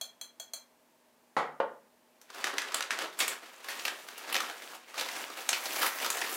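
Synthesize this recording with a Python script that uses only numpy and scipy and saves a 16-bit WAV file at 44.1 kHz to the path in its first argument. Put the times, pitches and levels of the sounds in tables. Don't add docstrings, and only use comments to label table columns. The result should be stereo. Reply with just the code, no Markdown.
import sys
import numpy as np
from scipy import signal
from scipy.fft import rfft, irfft
from scipy.io import wavfile
from scipy.ndimage import uniform_filter1d

SR = 44100
rng = np.random.default_rng(int(sys.argv[2]) if len(sys.argv) > 2 else 0)


def how_loud(loudness_db):
    steps = np.asarray(loudness_db, float) / 20
    return 10 ** steps


def unload_audio(sound):
    columns = np.transpose(np.atleast_2d(sound))
    steps = np.round(np.clip(columns, -1, 1) * 32767)
    wavfile.write(sys.argv[1], SR, steps.astype(np.int16))


N = 280476

# start in seconds, peak of the clear tones in dB,
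# peak of the woody noise in dB, time for that noise to die by 60 dB in seconds.
KNOCKS = [
    (1.366, -19.5, -17, 0.24),
    (1.6013, -17.5, -15, 0.075),
]
# time of the peak in seconds, level in dB, rise and fall
# in seconds per 20 dB, brightness in dB.
MOVES = [(2.39, -43, 0.092, 0.05, -9), (2.476, -40, 0.17, 0.3, -27), (2.766, -39, 0.27, 0.18, -31),
         (3.039, -36, 0.23, .085, -28), (3.3, -39, 0.19, 0.13, -7), (3.47, -54.5, .5, .3, -6),
         (3.7, -45, 0.064, 0.44, -1), (3.87, -41.5, 0.39, 0.16, -10), (4.1, -52, 1, 0.3, -1.5),
         (4.3, -43, 0.33, .4, -23), (4.438, -41.5, 0.39, 0.32, -8.5), (4.751, -46.5, .5, 0.06, -3.5),
         (4.988, -40.5, 0.088, 0.35, -7), (5.219, -38.5, 0.37, 0.1, -6), (5.4, -44, 0.23, 1.1, -5.5),
         (5.67, -45.5, 0.095, 0, -12), (5.851, -34.5, 0.46, 0.13, -0.8), (6.029, -37, 0.17, 0.13, -5),
         (6.15, -44, 0.24, 0.27, 3), (6.24, -38.5, 0.37, 0.34, -7.5), (6.34, -51, 0.14, 2.2, 9),
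         (2.59, -39, 0.037, 0, -14), (2.915, -46, 0.022, 0, -12), (3.2, -40, 0.039, 0.21, -3)]


def on_log(table, hz):
    f, v = np.transpose(table)
    return np.interp(np.log(np.maximum(hz, 1)), np.log(f), v)


def band(x, lo_hz, hi_hz, order=2):
    sos = signal.butter(order, [lo_hz, min(hi_hz, 0.48 * SR)], "band", fs=SR, output="sos")
    return signal.sosfilt(sos, x)


def unit(x):
    return x / np.sqrt(np.mean(x ** 2))


def fade(t, t60):
    return np.exp(-np.log(1000) * t / t60)


def add(out, s, sound, db):
    i = int(s * SR)
    out[i:i + len(sound)] += (how_loud(db) * sound / np.abs(sound).max())[:N - i]


def walk(rate):
    k = int(SR / rate)
    held = np.repeat(rng.standard_normal(N // k + 1), k)
    return 1.1 * uniform_filter1d(held, k)[:N]


def ring(modes, damp, tilt_db, spread_db, rise_s, split):
    hz, db, t60 = np.repeat(modes, 2, axis=0).T[:, :, None]
    luck, phase = rng.standard_normal((2, len(hz), 1))
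    t = np.arange(SR // 3) / SR
    upper = np.arange(len(hz))[:, None] % 2
    gain = how_loud(db + tilt_db * np.log2(hz / 4000) + spread_db * luck - 7 * upper)
    tone = np.sin(2 * np.pi * hz * (1 + split * upper) * t + phase)
    return (gain * fade(t, damp * t60) * tone).sum(0) * np.minimum(t / rise_s, 1)


def handling(share):
    s, db, rise_s, fall_s, bright_db = np.transpose(MOVES)[:, :, None]
    late = np.arange(0, N, 128) / SR - s
    swell = how_loud(db + share * bright_db - 20 * np.maximum(late / fall_s, -late / rise_s))
    return np.repeat(np.sqrt((swell ** 2).sum(0)), 128)[:N]


def rattle():
    # low Hz, high Hz, level against the move in dB, share of the
    parts = [
        (110, 1500, -.9, 0.0065, 0.009),
        (1500, 5080, 1.14, .01, 0.011),
        (5070, 11400, 0, 0.89, 0.092),
        (10100, 16700, -5, 1.2, 1.01),
    ]
    # frequency in Hz, level in dB per Hz.
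    flake_colour = [(71, -60), (120, -12), (167, -64), (308, -1.5), (427, -1.5), (988, 2.5), (1160, -1),
                    (2750, -6), (9990, -22), (13300, 0), (16000, -18)]
    # time in seconds, extra dB.
    tautness = [(2.2, 8), (2.6, 4), (3.1, 0), (3.3, -2), (4.2, 1.5), (5.1, 1.5), (5.6, 4.5), (6.0, 10),
                (6.12, -2), (6.3, 6.5)]
    clicks_per_s, size_db, smallest_draw = 700, 2.5, 0.0088
    slide_db = -7
    out = np.zeros((2, N))
    clumps = 1.83 * walk(70)
    hiss = rng.standard_normal((2, N))
    taut_db = np.interp(np.arange(N) / SR, *np.transpose(tautness))
    for lo_hz, hi_hz, part_db, share, fine in parts:
        edges = np.geomspace(lo_hz, hi_hz, 2 + int(2.5 * np.log2(hi_hz / lo_hz)))
        layer = 0
        for lo, hi in zip(edges, edges[1:]):
            when, size, place = rng.random((3, 8000))
            hits = (np.cumsum(-np.log(when)) * SR / clicks_per_s).astype(int)
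            heard = hits < N
            strength = (-1) ** hits * how_loud(-size_db * np.log(np.maximum(size, smallest_draw)))
            clicks = np.zeros((2, N))
            clicks[:, hits[heard]] = (strength * [np.ones(8000), 2 * place - 1])[:, heard]
            mid, side = band(unit(clicks) + how_loud(slide_db) * hiss, lo, hi, order=1)
            colour_db = on_log(flake_colour, np.sqrt(lo * hi)) + 2.2 * walk(35)
            gain = how_loud(colour_db) * np.sqrt(hi - lo) / np.std(mid)
            layer = layer + gain * (mid + min(lo / 5000, 0.9) * side * np.array([[1], [-1]]))
        out += unit(layer) * handling(share) * how_loud(part_db - 3.5 + clumps + fine * taut_db)
    return out


def snaps():
    # start in seconds, peak dB, ring in Hz, treble dB, after-rattle dB.
    big_folds = [(2.4419, -12.5, 1640, -35, -13.5), (2.582, -13.5, 2000, -33, -12.5),
                 (2.7438, -8, 7500, -37, -13), (2.8068, -16.5, 1610, -21, -23),
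                 (2.9063, -14.5, 1860, -40, -5), (2.988, -17, 1440, -17, -28),
                 (3.1894, -17.5, 7700, -10, 0.5), (3.2021, -14, 2310, -25, -3), (3.279, -13, 7200, -13, -9),
                 (3.684, -25.5, 1870, -9.5, 6), (3.8519, -16.5, 2630, -14, -11.5),
                 (4.3257, -22, 2750, -0.5, -9), (4.343, -13, 2430, -14, -15.5),
                 (4.3642, -14, 2480, -20, -17), (4.978, -24, 2660, -24, 4), (5.0104, -17.5, 3480, -11, -18),
                 (5.49, -10.5, 6305, -34, -9.5), (5.5302, -15.5, 2250, -14, -9.5),
                 (5.6549, -22, 4160, -13, -11.5), (5.8171, -18, 1720, -8, -5),
                 (5.8296, -13, 1280, -9, -8.5), (6.0458, -18.5, 1420, -9, -7), (6.102, -12, 6900, -15, -12),
                 (6.2149, -19.5, 1900, -24, -10.5) ]
    # start in seconds, peak dB, ring in Hz, treble dB.
    creases = [(2.2147, -37.5, 6000, -9), (2.302, -33.5, 1160, -24), (2.346, -34.5, 1500, -9),
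               (2.3826, -34, 2030, -7), (2.4699, -21, 1450, -22), (2.5385, -28.5, 1450, -16),
               (2.6179, -22.5, 1620, -22), (2.721, -26.5, 1240, -20), (2.8241, -21, 2750, -28),
               (2.9275, -28, 1920, -23), (3.6442, -31, 1240, -8), (3.795, -25.5, 2570, -21),
               (3.8794, -19.5, 1670, -25), (4.086, -29, 1597, -11), (4.1794, -31, 6000, -2.5),
               (6.1701, -22.5, 6500, -15), (4.2988, -29.5, 1300, -11), (4.3532, -17, 1770, -17),
               (4.4034, -17.5, 1330, -17), (4.4979, -30, 1580, -16), (4.6204, -32, 2200, -11),
               (4.9421, -29, 1240, -12), (4.9958, -22, 3700, -11.5), (5.087, -24, 1960, -19),
               (5.372, -32, 1220, -3), (5.301, -29.5, 1150, -20), (5.8642, -18, 2070, 0),
               (6.0002, -24.5, 1910, -15), (6.062, -20.5, 1140, -15), (6.2732, -25, 1280, -17)]
    folds = [*big_folds, *[(*row, -13) for row in creases]]
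    out, t = np.zeros(N), np.arange(SR // 8) / SR
    for s, db, hz, treble_db, rattle_db in folds:
        noise = rng.standard_normal((3, len(t)))
        steps = noise[0] * how_loud(6.5 * np.abs(noise[1])) * fade(t, 0.02) * np.minimum(0.5 + t / 0.004, 1)
        loose = noise[1] * how_loud(3.55 * noise[2]) * fade(t, 0.19) * np.minimum(t / 0.0031, 1)
        steps = steps / np.abs(steps).max() + how_loud(rattle_db) * loose / 4
        add(out, s, band(steps, 1000, 6500), db - 4.5)
        add(out, s, band(steps, hz / 1.122, hz * 1.143, order=1), db - 7)
        add(out, s, band(steps, 6000, 13500), db + treble_db)
        thud_db = -18.5 - 0.17 * (db + 26)
        add(out, s, band(steps, 385, 1900), db + thud_db)
    return out


def slumps():
    # start in seconds, peak dB.
    drops = [(2.35, -41), (2.385, -40), (2.53, -32), (2.915, -38), (3.03, -32), (3.21, -35), (3.428, -49),
             (3.642, -47), (3.741, -41), (3.911, -40), (4.031, -45.5), (4.28, -43), (4.32, -38),
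             (4.345, -28), (4.61, -42), (4.992, -36.5), (5.2, -37.5), (5.295, -36.5), (5.378, -49.5),
             (5.51, -36), (5.648, -41), (5.8, -32), (5.86, -36), (6.02, -39), (6.055, -35), (6.21, -34)]
    out, t = np.zeros(N), np.arange(SR // 6) / SR
    rise_s, t60_s = 0.0092, 0.12
    for s, db in drops:
        push = rng.standard_normal(len(t)) * fade(t, t60_s) * (1 - np.exp(-t / rise_s))
        add(out, s, band(push, 252, 1060), db - 1)
    return out


def strays():
    out, t = np.zeros(N), np.arange(SR // 100) / SR
    ticks_per_s, level_db, spread_db = 60, 6, 3.5
    gap, size, pitch = rng.random((400, 3)).T
    at = MOVES[0][0] + np.cumsum(-np.log(gap)) / ticks_per_s
    for s, db, hz in zip(at, -spread_db * np.log(size), 1200 * 6 ** pitch):
        if s < N / SR:
            tick = np.sin(2 * np.pi * hz * t) * fade(t, 8 / hz)
            add(out, s, tick, level_db + min(db, 12))
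    return out * handling(0.26)


def lid():
    # frequency in Hz, level in dB, time to die by 60 dB in seconds.
    first_tones = [(437, -24, 0.26), (470, -15, 0.49), (545, 1, 0.57), (660, 9, 0.2), (854, -3, 0.28),
                   (950, -1, 0.16), (1170, -26, 0.5), (1280, 10, 0.22), (1460, -18, 0.25), (1920, 4, 0.29),
                   (2630, -37, 0.3), (6600, -42.5, 0.48)]
    second_tones = [(507, -13, 0.22), (715, -2, 0.24), (904, -1.5, 0.28), (945, -22, 0.27),
                    (1240, -11, 0.29), (1830, -12, 0.29), (2825, -19.5, 0.38)]
    # frequency in Hz, level in dB per Hz.
    first_wood = [(88, -58), (150, -11.5), (223, -22), (339, -16.5), (487, -6.5), (588, -8), (672, -6.5),
                  (739, -6), (1380, -13.5), (1740, -20), (2140, -15.5), (2490, -25.5), (5020, -36.5),
                  (14000, -59)]
    second_wood = [(71, -68), (120, -49), (346, -15), (412, -38), (499, 1), (594, -5), (1240, -7.5),
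                   (12000, -59.5), (15600, -99), (22000, -120)]
    out, t = np.zeros(N), np.arange(SR // 3) / SR
    hz = np.fft.rfftfreq(len(t), 1 / SR)
    sounds = [(first_tones, first_wood), (second_tones, second_wood)]
    for (s, db, wood_db, t60), (tones, wood) in zip(KNOCKS, sounds):
        add(out, s, ring(tones, damp=0.15, tilt_db=0, spread_db=0.8, rise_s=0.0008, split=0.03), db)
        dense = irfft(rfft(rng.standard_normal(len(t))) * how_loud(on_log(wood, hz)), len(t))
        add(out, s, dense * fade(t, t60) * np.minimum(t / 0.00034, 1), wood_db)
    return out


def glass():
    # start in seconds, peak dB, brightness in dB per octave.
    ticks = [
        (0.012, -23, 0),
        (0.2121, -25, 0.5),
        (0.3978, -25.5, 0.5),
        (0.5347, -21, 1),
    ]
    # frequency in Hz, level in dB, time to die by 60 dB in seconds.
    glass_tones = [(661, -8.5, 0.24), (2332, -18.5, 0.64), (3311, -2, 0.28), (4120, -1.5, 0.26),
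                   (4350, -5.5, 0.22), (5390, -22.5, 0.63), (6070, -1, 0.078), (6230, 4.5, 0.12),
                   (6790, 0.5, 0.093), (7354, -6, 0.38), (7700, -20, 0.6), (8460, -10, 0.26),
                   (9290, 0, 0.096), (9500, -14, 0.47), (10100, -20, 0.28), (10600, -19, 0.22),
                   (11600, -16, 0.42), (12080, -12, 0.29), (13180, -28, 0.19), (13920, -12, 0.15),
                   (14220, -33, 0.058), (15200, -12, 0.19)]
    # Hz, dB, time to die by 60 dB in seconds.
    shaken_tones = [(4370, -1, 0.24), (6568, -2, 0.32), (7400, -8, 0.31), (9700, -1, 0.18)]
    out, t = np.zeros(N), np.arange(SR // 10) / SR
    for s, db, tilt_db in ticks:
        tones = ring(glass_tones, damp=0.22, tilt_db=tilt_db, spread_db=-1.3, rise_s=0.0019, split=0.0036)
        add(out, s, tones, db - 2.5)
        add(out, s, band(rng.standard_normal(len(t)), 500, 17000) * fade(t, 0.04), db - 14)
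        add(out, s, band(rng.standard_normal(len(t)), 700, 1780) * fade(t, 0.036), db - 23)
    shaken = ring(shaken_tones, damp=0.76, tilt_db=0, spread_db=0.5, rise_s=0.001, split=0.0089)
    add(out, KNOCKS[0][0], shaken, -45)
    return out


def room(x):
    # frequency in Hz, time in seconds.
    room_t60 = [(200, 0.53), (530, 0.31), (1390, 0.4), (3680, 0.22), (9700, 0.2)]
    # delay in seconds, level in dB, left minus right in dB.
    echoes = [
        (.0042, -16, 12.5),
        (.0075, -13.5, -18),
        (.013, -8, 8.5),
    ]
    t, tail = np.arange(int(0.6 * SR)) / SR, 0
    for hz in 90 * 2.0 ** np.arange(8):
        mid, side = band(rng.standard_normal((2, len(t))), hz / np.sqrt(2), hz * np.sqrt(2))
        width = min(hz / 2060, 1.1) ** 1.1
        tail = tail + fade(t, on_log(room_t60, hz)) * (mid + width * side * np.array([[1], [-1]]))
    tail = tail * np.clip((t - 0.003) / 0.018, 0, 1)
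    tail = how_loud(-1.5) * tail / np.sqrt((tail ** 2).sum() / 2)
    for s, db, pan_db in echoes:
        i = int(s * SR)
        tail[:, [i, i + 3]] += np.diag(how_loud(db + np.array([pan_db, -pan_db]) / 2))
    return signal.fftconvolve(x[None], tail, axes=1)[:, :N]


def air():
    # frequency in Hz, level in dB per Hz.
    hiss_colour = [(15, -58), (25, -24), (76, -17.5), (138, -12), (232, -0.5), (368, -2.5), (568, -1),
                   (634, 1.5), (726, -4), (902, 0), (1390, -10.5), (1550, -8), (3810, -15), (15200, -18.5),
                   (16500, -34)]
    # frequency in Hz, rms level in dB.
    hum = [(242.2, -77.5), (624.5, -83), (1001, -101)]
    hz, t = np.fft.rfftfreq(N, 1 / SR), np.arange(N) / SR
    width = [hz > 0, np.minimum(hz / 2500, 0.8)]
    mid, side = irfft(rfft(rng.standard_normal((2, N))) * how_loud(on_log(hiss_colour, hz)) * width, N)
    noise = np.array([mid + side, mid - side]) * how_loud(-67) / np.std(mid)
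    fridge = sum(np.sqrt(2) * how_loud(db) * np.sin(2 * np.pi * f * t) for f, db in hum)
    return noise + how_loud(1.2 * walk(8.6)) * fridge


def scene():
    flakes = rattle()
    folds = snaps() + slumps() + strays()
    knocks, ticks = lid(), glass()
    to_room = how_loud(-1.5) * ticks + how_loud(-3.5) * knocks + how_loud(-5.5) * folds + how_loud(-9) * flakes.mean(0)
    left_right = how_loud(np.array([[0.3], [-0.3]]))
    heard = left_right * (ticks + knocks + folds + flakes) + room(to_room)
    return band(heard, 232, 20000, order=3) + air()


def low_pass(x):
    return signal.sosfilt(signal.butter(12, 16820, fs=SR, output="sos"), x)


def record(dry):
    cut = signal.sosfilt(signal.ellip(12, 0.2, 60, 15850, fs=SR, output="sos"), dry)
    return low_pass(cut)


dry = scene()
out = record(dry)
unload_audio(out)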